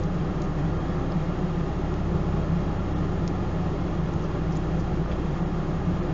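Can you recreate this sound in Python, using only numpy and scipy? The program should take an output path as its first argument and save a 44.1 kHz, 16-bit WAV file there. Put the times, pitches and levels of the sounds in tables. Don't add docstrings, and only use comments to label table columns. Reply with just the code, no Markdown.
import sys
import numpy as np
from scipy import signal
from scipy.fft import rfft, irfft
from scipy.io import wavfile
from scipy.ndimage import uniform_filter1d

SR = 44100
rng = np.random.default_rng(int(sys.argv[2]) if len(sys.argv) > 2 else 0)


def how_loud(loudness_db):
    steps = np.asarray(loudness_db, float) / 20
    return 10 ** steps


def generate_wav(sig):
    pcm = np.round(np.clip(np.atleast_2d(sig).T, -1, 1) * 32767).astype(np.int16)
    wavfile.write(sys.argv[1], SR, pcm)


N = 270376
TIME = np.arange(N) / SR
HZ = np.maximum(np.fft.rfftfreq(N, 1 / SR), 1)


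# time in seconds, level of the blade hum in dB.
LOUVRE_LOAD = [(0.0, -36.5), (0.56, -42), (0.66, -36), (1.62, -42.5), (1.84, -35), (3.14, -33.5),
               (4.25, -39), (4.3, -40), (4.95, -39), (5.07, -47), (5.89, -34.5), (6.13, -44)]


def fan():
    shaft_hz = 23.36
    turns = shaft_hz * TIME + 0.0025 * wander(1.9)
    blades = np.zeros(N)
    for harmonic, db in ((1, 0), (2, -9), (3, -17)):
        blades += how_loud(db) * np.sin(2 * np.pi * (4 * harmonic * turns + rng.random()))
    blade_db = np.interp(TIME, *np.transpose(LOUVRE_LOAD))
    return tone(shaft_hz, -35) + np.sqrt(2) * how_loud(blade_db) * blades


# beats per second, level in dB against the hum, time of one crest in seconds.
NEIGHBOUR_MOTORS = [
    (.4, -11.5, 4.75),
    (.73, -15.5, 4.9),
]


def beating_hum_db():
    together = 1
    for beats_hz, db, crest_s in NEIGHBOUR_MOTORS:
        together = together + how_loud(db) * np.exp(2j * np.pi * beats_hz * (TIME - crest_s))
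    return -35 + 20 * np.log10(abs(together))


# multiple of the compressor's turning rate, level in dB.
SHELL_OVERTONES = [(2, -45), (12, -63), (14, -58), (15, -61), (16, -56.5), (17, -64), (28, -65), (30, -65),
                   (45, -78), (46, -75), (47, -75), (48, -69), (49, -71), (50, -79), (65, -79), (66, -80),
                   (68, -85), (71, -83), (72, -83), (73, -82), (86, -79), (87, -84), (95, -82), (96, -85),
                   (97, -84), (106, -82), (107, -88), (108, -85), (109, -84), (118, -88)]


def compressor():
    stroke_hz, mains_hz = 58.521, 120.0
    sound = tone(stroke_hz, beating_hum_db()) + tone(mains_hz, -50)
    for multiple, db in SHELL_OVERTONES:
        sound += tone(multiple * stroke_hz, db + 2.2 * wander(0.53))
    return sound


# time in seconds, peak level in dB.
OUTLET_GUSTS = [(.07, -29), (.14, -30), (.24, -29), (.49, -34), (.66, -27.5), (.72, -28), (.99, -32),
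                (1.19, -25), (1.29, -30), (1.45, -31), (1.59, -26.5), (1.84, -30), (2.129, -24.5),
                (2.38, -25.5), (2.48, -28), (2.55, -19.5), (3.01, -25.5), (3.12, -31.5), (3.24, -25.5),
                (3.63, -22.5), (4.01, -26), (4.49, -27), (4.57, -29.5), (4.77, -23.5), (5.01, -28),
                (5.26, -30.5), (5.4, -26), (5.73, -26), (5.89, -25), (6.1, -28)]


def gust_boom_db():
    rise_s, fall_s = 0.023, 0.027
    power = how_loud(2 * (-34 + 2.0 * wander(8.1)))
    for peak_s, db in OUTLET_GUSTS:
        slope_s = np.where(TIME < peak_s, rise_s, fall_s)
        power = power + how_loud(2 * db) * np.exp(-((TIME - peak_s) / slope_s) ** 2)
    return 10 * np.log10(power)


# frequency in Hz, level in dB per Hz.
AIR_RUSH = [(10, -69), (22, -63.5), (60, -69.5), (105, -75), (200, -58.5), (250, -63), (450, -67),
            (850, -71), (930, -76.5), (1050, -71), (1400, -75), (1550, -80), (1900, -78.5), (2050, -83.5)]
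AIR_HISS = [(2050, -85), (2600, -86), (3000, -88), (3300, -87), (3600, -90), (4500, -93), (5000, -94),
            (6000, -97), (6600, -95), (7000, -96.5), (8000, -93)]
# frequency in Hz, width in Hz, level at the top in dB per Hz (in the drone only relative).
RESONANCES = [(47, 10, -56), (69.4, 8.1, -57), (80.4, 35, -55), (132.4, 26, -53.5), (228, 3.6, -65.5),
              (274.5, 11, -55.5), (301, 10, -51.5), (330.3, 14, -52.5), (356, 14, -51), (372.8, 14, -56),
              (400, 52, -60.5), (458.5, 14, -65), (504.7, 14, -60.5), (521, 22, -64), (588.4, 31, -64.5),
              (613, 44, -67), (643, 27, -66.5), (737.4, 30, -64), (817, 68, -66), (1025, 34, -72),
              (1110, 23, -69.5), (1176, 82, -77), (1220, 28, -65.5), (1300, 10, -66), (1372, 53, -72.5),
              (1688, 24, -76.5), (1740, 50, -83), (2142, 56, -81), (2480, 29, -82.5), (3210, 120, -86)]
BOOM_SHOULDERS = [(144.4, 15, -50.5), (184.5, 26, -50), (194, 11, -55)]
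# frequency in Hz, width in Hz, level in dB.
BOOM_WAVES = [(154, 8, -5), (162, 9, 0), (170, 8, -4)]


def airflow():
    low, droning, high = RESONANCES[:5], RESONANCES[5:11], RESONANCES[11:]
    hz, db = np.transpose(AIR_RUSH + AIR_HISS[1:])
    smooth = how_loud(2 * np.interp(np.log(HZ), np.log(hz), db))
    rush = coloured(smooth + humps(low + BOOM_SHOULDERS + high)) * how_loud(0.33 * wander(6.6))
    boom = swelling(BOOM_WAVES, gust_boom_db() - 0.4)
    drone = swelling(droning, -36.5 + 1.8 * wander(11))
    return rush + boom + drone


# time in seconds, peak level in dB,
# then the snap, low ring and high ring frequencies in Hz.
MARKER_TAPS = [(0.1448, -41, 5000, 3300, 6500), (0.4187, -34, 5900, 5000, 6500),
               (.884, -43, 4500, 3000, 5000), (1.1234, -45, 4200, 3200, 4650),
               (1.9406, -39, 4800, 3800, 5400), (1.9398, -34.5, 2000, 1950, 2500),
               (3.2776, -26.5, 4920, 5420, 6570), (4.5225, -48, 5300, 5200, 6800),
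               (4.5547, -41, 5300, 5220, 6900), (4.568, -43, 6900, 6400, 6900),
               (5.060, -28, 900, 700, 1300), (5.122, -50, 3500, 2400, 3800)]


def marker_taps():
    out, t = np.zeros(N + SR), np.arange(SR // 20) / SR
    for start_s, db, snap_hz, low_hz, high_hz in MARKER_TAPS:
        ring = how_loud(2.0) * np.sin(2 * np.pi * low_hz * t) + np.sin(2 * np.pi * high_hz * t)
        click = np.sin(2 * np.pi * snap_hz * t) * np.exp(-(t * snap_hz - 0.75) ** 2 / 0.33)
        hit = click + how_loud(-15.5) * ring * np.exp(-t / 0.0014)
        for lag_s, part_db in ((0, 2.5075), (0.0015, -6.5)):
            at = int((start_s + lag_s) * SR)
            out[at:at + len(t)] += how_loud(db + part_db) * hit
    return out[:N]


# start in seconds, length in milliseconds,
# level in dB, centre frequency in Hz, width in Hz.
PAPER_SCUFFS = [(.025, 24, -62.5, 5500, 3000), (0.4198, 6, -55.5, 6460, 900), (.419, 6.5, -57, 4300, 2400),
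                (.426, 35, -64, 6170, 2500), (.58, 31, -67, 6300, 1500), (1.113, 16, -57, 4600, 900),
                (1.118, 9, -59, 3200, 300), (1.11, 25, -42, 700, 500), (3.279, 10, -61, 6180, 2500),
                (3.805, 14, -68.5, 5000, 2500), (4.13, 17, -63, 6460, 1500), (4.205, 62, -64, 5700, 2500),
                (4.515, 29, -60, 5600, 2200), (4.55, 22, -60.5, 5700, 2600), (4.565, 12, -54.5, 6970, 1100),
                (4.554, 30, -59, 2780, 400), (4.782, 37, -60, 6100, 3000), (5.105, 33, -54.5, 2750, 1600)]


def marker_scuffs():
    out, longest = np.zeros(N + SR), SR // 10
    for start_s, length_ms, db, hz, width in PAPER_SCUFFS:
        grains_db = 3.8 * np.repeat(rng.standard_normal(longest), 40)[:longest]
        fibres = rng.standard_normal(longest) * how_loud(grains_db)
        edges = np.clip([hz - width / 2, hz + width / 2], 200, 9000)
        band = signal.butter(2, edges, "band", fs=SR, output="sos")
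        fibres = signal.sosfilt(band, fibres)
        n, at = min(int(length_ms * SR / 1000), longest), int(start_s * SR)
        out[at:at + n] += how_loud(db + 7.5) * fibres[:n] / fibres.std() * np.sqrt(np.hanning(n))
    return out[:N]


def humps(modes):
    return sum(how_loud(2 * db) / (1 + (2 * (HZ - hz) / width) ** 2) ** 2 for hz, width, db in modes)


def coloured(power):
    return irfft(rfft(rng.standard_normal(N)) * np.sqrt(power * SR / 2), N)


def swelling(modes, db):
    noise = coloured(humps(modes))
    window = SR // 22
    power = uniform_filter1d(uniform_filter1d(noise ** 2, size=window), size=window)
    return noise * how_loud(db) / np.sqrt(power)


def tone(hz, db):
    return np.sqrt(2) * how_loud(db) * np.sin(2 * np.pi * (hz * TIME + rng.random()))


def wander(rate_hz):
    drift = coloured(1 / (1 + (HZ / rate_hz) ** 4))
    return drift / drift.std()


def scene():
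    machine = fan() + compressor() + airflow()
    return (machine + marker_taps() + marker_scuffs())[None]


# centre in seconds, # lowest frequency affected in Hz,
# share of treble lines kept from 0 to 1.
STARVED_MOMENTS = [
    (.789, 2800, .16),
    (1.676, 4000, .4),
    (2.785, 3300, .12),
    (2.946, 3000, .08),
    (5.452, 3500, .14),
    (6.012, 3600, .11),
]


def starve(x):
    out, n = x.copy(), 1536
    hz, fade = np.fft.rfftfreq(n, 1 / SR), np.sin(np.pi * np.arange(n) / n)
    for centre_s, low_hz, share in STARVED_MOMENTS:
        at = int(centre_s * SR) - n // 2
        lines = rfft(x[at:at + n] * fade)
        prominence = abs(lines) / uniform_filter1d(abs(lines), size=24)
        needed = np.quantile(prominence[hz < 7500], 1 - np.clip(share, 0.02, 0.98))
        lost = (hz > low_hz) & (prominence < needed)
        kept = (hz > low_hz) & ~lost
        out[at:at + n] -= irfft(lines * (lost - 0.3 * kept), n) * fade
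    return out


def roll_off(x):
    return signal.sosfilt(signal.butter(12, 7690, fs=SR, output="sos"), x)


# frequency in Hz, level in dB.
BAND_EDGE = [(6800, 0), (7100, -2.5), (7400, -12), (7600, -22.5), (7800, -36.5), (7900, -50), (8100, -60)]


def record(dry):
    hz, db = np.transpose(BAND_EDGE)
    rolloff = how_loud(np.interp(np.log(HZ), np.log(hz), db))
    band = irfft(rfft(dry[0]) * rolloff, N)
    return roll_off(starve(band)[None])


dry = scene()
out = record(dry)
generate_wav(out)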